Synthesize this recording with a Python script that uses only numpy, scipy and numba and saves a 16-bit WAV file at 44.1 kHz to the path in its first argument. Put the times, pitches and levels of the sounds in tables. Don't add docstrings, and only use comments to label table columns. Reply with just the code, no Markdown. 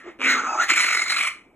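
import sys
import numpy as np
from scipy import signal
from scipy.fft import rfft, irfft, next_fast_len
from scipy.io import wavfile
from scipy.ndimage import uniform_filter1d
from numba import njit

SR = 44100
rng = np.random.default_rng(int(sys.argv[2]) if len(sys.argv) > 2 else 0)


def to_wav(sig):
    pcm = np.clip(np.atleast_2d(sig), -1, 1) * 32767
    pcm = np.round(pcm).astype(np.int16)
    wavfile.write(sys.argv[1], SR, pcm.T)


def elevation(decibels):
    levels = np.asarray(decibels, float)
    return 10 ** (levels / 20)


N = 68355


def line(rows, column, outside=None):
    rows = np.array(rows, float)
    return np.interp(np.arange(N) / SR, rows[:, 0], rows[:, column], outside, outside)


def rms_one(x):
    return x / np.sqrt(np.mean(x ** 2) + 1e-20)


def drift(rate_hz):
    r = np.exp(-2 * np.pi * rate_hz / SR)
    return rms_one(signal.lfilter([1], [1, -2 * r, r * r], rng.standard_normal(N + 4000))[4000:])


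@njit
def moving(x, cosine, r):
    y = np.zeros(len(x))
    for i in range(2, len(x)):
        y[i] = x[i] - x[i - 2] + 2 * r[i] * cosine[i] * y[i - 1] - r[i] * r[i] * y[i - 2]
    return y


def resonance(x, hz, width_hz):
    cosine = np.cos(2 * np.pi * hz / SR) * np.ones(N)
    r = np.exp(-np.pi * width_hz / SR) * np.ones(N)
    evened_for_width = x * (1 - r) ** 1.5
    return rms_one(moving(moving(evened_for_width, cosine, r), cosine, r))


def evened(x):
    fast = uniform_filter1d(x ** 2, int(.008 * SR))
    slow = uniform_filter1d(x ** 2, SR // 8)
    power = fast / (slow + 1e-12)
    return rms_one(x / (power + 0.017) ** (.7 / 2))


# pitch_hz, level_db (per Hz)
ROOM_AIR = [(25, -18.5), (60, -11.5), (130, -19.5), (280, -9), (500, -16.5), (1000, -21.5), (4000, -57),
            (12000, -49)]


def room_air():
    hz = np.fft.rfftfreq(N, 1 / SR) + 1
    air_hz, air_db = np.transpose(ROOM_AIR)
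    colour = elevation(np.interp(np.log(hz), np.log(air_hz), air_db))
    mid, side = irfft(rfft(rng.standard_normal((2, N))) * colour, N)
    return elevation(-58) * rms_one(mid + .22 * side * np.array([[1], [-1]]))


def larynx():
    pulse_hz, jitter, spread_db, breath_share = 232.97, .3, 2.5, .6
    cycle = np.cumsum(pulse_hz * np.exp(jitter * drift(120))) / SR
    opens = np.diff(np.floor(cycle), prepend=0) > 0
    pulses = rms_one(opens * elevation(spread_db * rng.standard_normal(N)))
    breath = rms_one(rng.standard_normal(N) * (1.9 + np.exp(-2.5 * (cycle % 1))))
    return np.sqrt(1 - breath_share) * pulses + np.sqrt(breath_share) * breath, breath


def partial(rows, wobble, flutter_db, octave_db):
    turn = 2 * np.pi * np.cumsum(line(rows, 1) * (1 + wobble * drift(63.0))) / SR
    loudness = elevation(line(rows, 2, -120) + flutter_db * drift(50))
    soft_edged = uniform_filter1d(loudness, int(.004 * SR))
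    return np.sqrt(2) * soft_edged * (np.sin(turn) + elevation(octave_db) * np.sin(2 * turn))


# time_s, pitch_hz, level_db
HUM_TONE = [
    (0.04, 353, -52),
    (0.076, 342.4, -35.5),
    (0.14, 328, -62.5),
]
# time_s, pitch_hz, level_db
CHEST_TONE = [
    (0.19, 262, -44.5),
    (.3, 258.1, -42.5),
    (0.39, 249, -43.5),
    (.45, 243.5, -43.5),
    (0.478, 230, -61.5),
]


def chest_rasp(source):
    chest = elevation(line(CHEST_TONE, 2, -120)) + .5 * elevation(line(HUM_TONE, 2, -120))
    return elevation(1) * chest * resonance(source, 399, 440)


def chest_tones():
    return partial(CHEST_TONE, 0.032, 5.5, -14.0) + partial(HUM_TONE, 0.033, 0.43, -39.0)


# time_s, level_db, throat_hz, mouth_hz, mouth_opening_db
FAINT_GRUNT = [
    (0, -44.5, 1469, 1780, 0),
    (.03, -49, 1350, 1700, -1),
    (.09, -42.5, 1200, 1940, -3),
    (.175, -77.5, 1240, 1900, 10.5),
]
RASPY_CRY = [(.19, -54.5, 1250, 2230, 3), (0.214, -32.5, 1204, 2390, -2), (0.244, -21.5, 1395, 2250, -0.5),
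             (.28, -18.5, 1500, 2100, -1.7), (0.308, -16.5, 1580, 1960, -1.3),
             (0.345, -23.5, 1520, 1800, -2.5), (0.369, -24, 1223, 1810, -7.5),
             (0.401, -24, 1379, 2080, -14.5), (0.417, -34.5, 1256, 2060, -9),
             (0.461, -26.5, 1250, 2180, -13.5)]
MOUTH_CLOSING = [
    (0.501, -26, 1310, 2535, -26),
    (0.558, -27, 1240, 2110, -22),
    (0.599, -18.5, 1330, 1860, -14),
    (0.636, -19.5, 1380, 1680, -1.5),
    (0.674, -43, 1420, 1920, -0.5),
]
SECOND_CRY_BURSTS = [(0.685, -26, 1383, 1970, -0.74), (0.694, -20, 1348, 2250, -0.87),
                     (0.704, -13.5, 1396, 2000, -1.4), (0.722, -21.5, 1400, 2225, -1),
                     (0.732, -35.5, 1390, 2490, 0.02), (.738, -19, 1292, 2400, -0.91),
                     (.752, -39.5, 1417, 2016, -0.38),
                     (0.762, -18.5, 1431, 2250, -0.57), (.771, -23, 1459, 2250, -1.2),
                    (0.779, -16, 1411, 2300, -1.5), (0.788, -22.5, 1421, 2200, -1.2),
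                    (.8, -18.5, 1428, 2140, -0.99), (0.821, -22, 1446, 2120, -0.27),
                    (0.845, -20, 1436, 2060, -1.2), (0.854, -26.5, 1387, 2240, -0.68)]
SECOND_CRY_RATTLE = [(.86, -25, 1374, 2170, -0.99), (0.951, -22.5, 1422, 2098, -1.3),
                     (1.02, -26, 1324, 2079, -0.64), (1.053, -30.5, 1336, 2067, -1.5),
                     (1.109, -23.5, 1333, 2094, -0.79), (1.151, -26, 1306, 2090, -1.2),
                     (1.176, -25.5, 1324, 2290, -0.58), (1.284, -27.5, 1210, 2240, -0.31),
                     (1.311, -74.5, 1250, 2250, -0.91)]
# time_s, throat_strength_db, whistle_strength_db
FLAP_THROBS = [(.845, -11, 1.5), (.866, 0.5, 2), (.887, 3.5, 2), (.909, -3, 2.5), (.929, 0, 3.5),
               (.95, -5, -3), (.972, 0, 1.5), (.995, -12, 0.5), (1.02, 0, 2.5), (1.04, -12, -1.5),
               (1.065, 2.5, 5.5), (1.081, -5, 2.5), (1.102, -6.5, 6.5), (1.124, 0.5, 4),
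               (1.145, -10.5, -11), (1.167, 1.5, 4), (1.188, 0, 5), (1.211, -9.5, -13), (1.234, -3, -8),
               (1.249, 1.5, -3), (1.275, 1, -6), (1.297, -13, -8)]
# time_s, level_db
RASP_CLEARING = [(.47, 0), (.488, -10), (.55, -10), (.565, -5), (.578, -10), (.608, -10), (.63, 0),
                 (.85, 0), (.87, -4)]
# time_s, width_hz
MOUTH_WIDTHS = [(.2, 660), (.3, 514), (.34, 605), (.45, 450), (.66, 485), (.7, 670), (.76, 510), (.92, 503),
                (.98, 301), (1.06, 265), (1.1, 520), (1.2, 584), (1.3, 425)]
# time_s, pitch_hz
NOSE_PITCH = [(.22, 6750), (.3, 6300), (.64, 6320), (.73, 7170), (.95, 6680), (1.19, 7530), (1.25, 8270)]
# time_s, level_db
HIGHS_LEVEL = [(.1, -8.5), (.19, -3.5), (.235, -9), (.28, -2.8), (.55, 6.7), (.58, 0), (.66, 1), (.7, -0.5),
               (.8, 2.23)]
# pitch_hz, width_hz, level_db, share_of_mouth_opening_followed
UPPER_RESONANCES = [(672.5, 122, -28.5, -0.14), (811, 237, -23, -0.5), (965, 83, -30, 0.9),
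                    (2570, 1600, -7.5, 5.5), (3420, 580, -28.5, 10), (5040, 930, -17, 0.34),
                    (8940, 1080, -7.5, 8), (10060, 180, -24.5, 26), (12500, 3400, -26.5, 1)]


def cry():
    rows = FAINT_GRUNT + RASPY_CRY + MOUTH_CLOSING + SECOND_CRY_BURSTS + SECOND_CRY_RATTLE
    t = np.arange(N) / SR
    level, throat_hz, mouth_hz, opening = (line(rows, c) for c in range(1, 5))
    opening = np.minimum(opening, 0)
    source, breath = larynx()

    throb_sweep_hz, flicker_db = 189, 1.5
    on = np.clip((t - .866) / 0.022 + 1, 0, 1)
    turn = 2 * np.pi * np.interp(t, np.array(FLAP_THROBS)[:, 0], np.arange(len(FLAP_THROBS)))
    strength = line(FLAP_THROBS, 1)

    throat_share = np.sqrt(np.clip(1 - elevation(2 * opening), .1, 1))
    throb = elevation(on * (3.5 * np.cos(turn) + strength) + line(RASP_CLEARING, 1))
    throat_width = 310 * np.exp(0.008 * opening)
    throat = resonance(source, throat_hz + on * throb_sweep_hz * np.sin(turn), throat_width)
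    out = throat_share * throb * evened(throat)

    mouth = resonance(source, mouth_hz + on * 89.3 * np.sin(turn), line(MOUTH_WIDTHS, 1))
    out += elevation(0.5 + opening + on * 4.4 * np.cos(turn - .5)) * evened(mouth)

    chirp_hz = throat_hz + throb_sweep_hz * np.sin(turn) + 60 * drift(146.5)
    chirp = np.sin(2 * np.pi * np.cumsum(chirp_hz) / SR)
    out += on * elevation(-3.5 + strength) * 2 * np.exp(1.4 * (np.cos(turn) - 1)) * chirp
    out += elevation(-26.5) * resonance(source, 313, 397)

    bright = 0.09 * (level + 24) + on * 3.2 * np.cos(turn) + line(HIGHS_LEVEL, 1)
    nose = (line(NOSE_PITCH, 1), 1160, -12.5, 0.39)
    whistle = (4083, 770, -10 + line(FLAP_THROBS, 2), 1.13)
    for hz, width_hz, db, follows in UPPER_RESONANCES + [nose, whistle]:
        loudness = elevation(db + follows * opening + bright + flicker_db * drift(25))
        out += loudness * resonance(0.13 * source + breath, hz, width_hz)
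    return elevation(level + .5 * flicker_db * drift(18)) * out + chest_rasp(source)


# start_s, level_db
FOLD_SLIPS = [(0.19, -46.5), (.197, -39), (0.206, -31), (0.2166, -23), (0.679, -39.5), (.705, -20),
              (.846, -22.5), (.867, -27), (.95, -23.5)]


def slips():
    s, db = np.transpose(FOLD_SLIPS)
    clicks = np.full(N, 1e-18)
    clicks[(s * SR).astype(int)] = elevation(db)
    hollows = [(410, 380, -8.5), (1250, 920, 3.0), (2290, 570, 4.5), (4260, 2700, -43.5)]  # Hz, width Hz, dB
    pop = sum(elevation(level_db) * resonance(clicks, hz, width_hz) for hz, width_hz, level_db in hollows)
    return pop / np.max(np.abs(pop)) * clicks.max() * 3


# time_s, pitch_hz, level_db
SQUEAL_TONE = [(.46, 1274, -35), (.48, 1191, -30.5), (.491, 1330, -25.5), (.512, 1298, -29),
               (.524, 1325, -35), (.532, 1262, -22), (.546, 1202, -33.5), (.556, 1083, -24)]
YELP_TONE = [(.572, 1290, -47), (.579, 1274, -15), (.584, 1359, -40.5), (.588, 1274, -15.5),
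             (.594, 1324, -28.5), (.599, 1348, -15), (.612, 1441, -22), (.624, 1456, -28),
             (.64, 1378, -31.5), (.655, 1420, -45)]


def squeal():
    return partial(SQUEAL_TONE, 0.014, 0.59, -13) + partial(YELP_TONE, 0.018, 0.79, -21)


# peak_s, peak_db
CHEST_KNOCKS = [(0.523, -39.5), (0.56, -35), (0.587, -38.5), (0.64, -38.5), (0.72, -29.5), (0.823, -57),
                (0.851, -44), (0.874, -47), (.975, -41), (1.026, -41), (1.478, -57)]


def knocks():
    s, db = np.transpose(CHEST_KNOCKS)[:, :, None]
    t = np.arange(N) / SR - s
    pitch = 352.5 * rng.uniform(.96, 1.04, s.shape)
    swell = elevation(db) * np.exp(-.5 * (t / 0.0041) ** 2)
    return np.sum(swell * np.sin(2 * np.pi * pitch * t), axis=0)


# pitch_hz, left_lead_radians
PORT_LEAD = [(0, 0), (550, -.5), (1500, -.25), (1950, .85), (3400, 1.3), (4850, 3.14), (9000, 9.42),
             (22050, 29.3)]


def ports(x):
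    size = next_fast_len(N + 4096)
    lead = np.interp(np.fft.rfftfreq(size, 1 / SR), *np.transpose(PORT_LEAD))
    return irfft(rfft(x, size) * np.exp(.5j * lead * np.array([[1], [-1]])), size)[:, :N]


def bathroom(x):
    t60_s, shared = 0.3, 0.82
    t = np.arange(SR // 2) / SR
    noise = rng.standard_normal((3, len(t)))
    dull = signal.sosfilt(signal.butter(1, 2300, fs=SR, output="sos"), noise)
    tile_ring = signal.butter(1, [1150, 3350], "band", fs=SR, output="sos")
    dull = dull + signal.sosfilt(tile_ring, noise)
    tails = dull + (noise - dull) * elevation(-15 * t / t60_s)
    tails = tails * elevation(-60 * t / t60_s) * (t > .004)
    tails = tails / np.sqrt(np.sum(tails ** 2, axis=1, keepdims=True))
    wet = signal.fftconvolve(x[None], tails, axes=1)[:, :N]
    return np.sqrt(shared) * ports(wet[2]) + np.sqrt(1 - shared) * wet[:2]


def scene():
    tones = squeal() + chest_tones()
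    low_cut = signal.butter(4, 215, "high", fs=SR, output="sos")
    voice = signal.sosfilt(low_cut, cry() + tones + knocks() + slips())
    heard = ports(voice) + elevation(-6.5) * bathroom(voice - .6 * tones)
    return heard * elevation(-0.13 * np.array([[1], [-1]])) + room_air()


# low_hz, high_hz
SUM_GAPS = [
    (4650, 5050),
    (12450, 13750),
    (15500, 22050),
]
# low_hz, high_hz
DIFFERENCE_GAPS = [
    (6500, 7350),
    (10450, 11900),
    (14500, 22050),
]


def sum_and_difference(x):
    hz = np.fft.rfftfreq(N, 1 / SR)

    def without(part, gaps):
        kept = [np.clip(np.maximum(a - hz, hz - b) / 90 + .5, 0, 1) for a, b in gaps]
        return irfft(rfft(part) * np.prod(kept, axis=0), N)

    return np.array([without((x[0] + x[1]) / 2, SUM_GAPS), without((x[0] - x[1]) / 2, DIFFERENCE_GAPS)])


# low_hz, high_hz, threshold_db
FAINT_BANDS = [(4300, 4650, -4), (8550, 8950, -2), (8950, 9300, 0), (9300, 9700, -4), (9700, 10300, -13),
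               (10300, 10900, -9), (10900, 11400, -2), (11400, 11800, 0), (11800, 12150, -3),
               (12150, 12500, 0), (12500, 13750, -8), (13750, 14500, -7), (14500, 15000, -4),
               (15000, 15500, -2)]


def starve(x):
    hz, _, z = signal.stft(x, SR, "cosine", nperseg=2048)
    whole = np.sum(np.abs(z) ** 2, axis=(0, 1))
    for low, high, db in FAINT_BANDS:
        band = (hz > low) & (hz <= high)
        power = np.sum(np.abs(z[:, band]) ** 2, axis=1)
        usual = power.sum(axis=1, keepdims=True) / whole.sum()
        chance_db = 7 * uniform_filter1d(rng.standard_normal(power.shape), size=4)
        keep = np.minimum(power / whole, usual) > usual * elevation(2 * (db + chance_db))
        z[:, band] *= keep[:, None]
    return signal.istft(z, SR, "cosine", nperseg=2048)[1][:, :N]


def low_pass(x):
    return signal.sosfilt(signal.butter(12, 15450, fs=SR, output="sos"), x)


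def record(dry):
    mid, side = starve(sum_and_difference(dry))
    return low_pass(np.array([mid + side, mid - side]))


dry = scene()
out = record(dry)
to_wav(out)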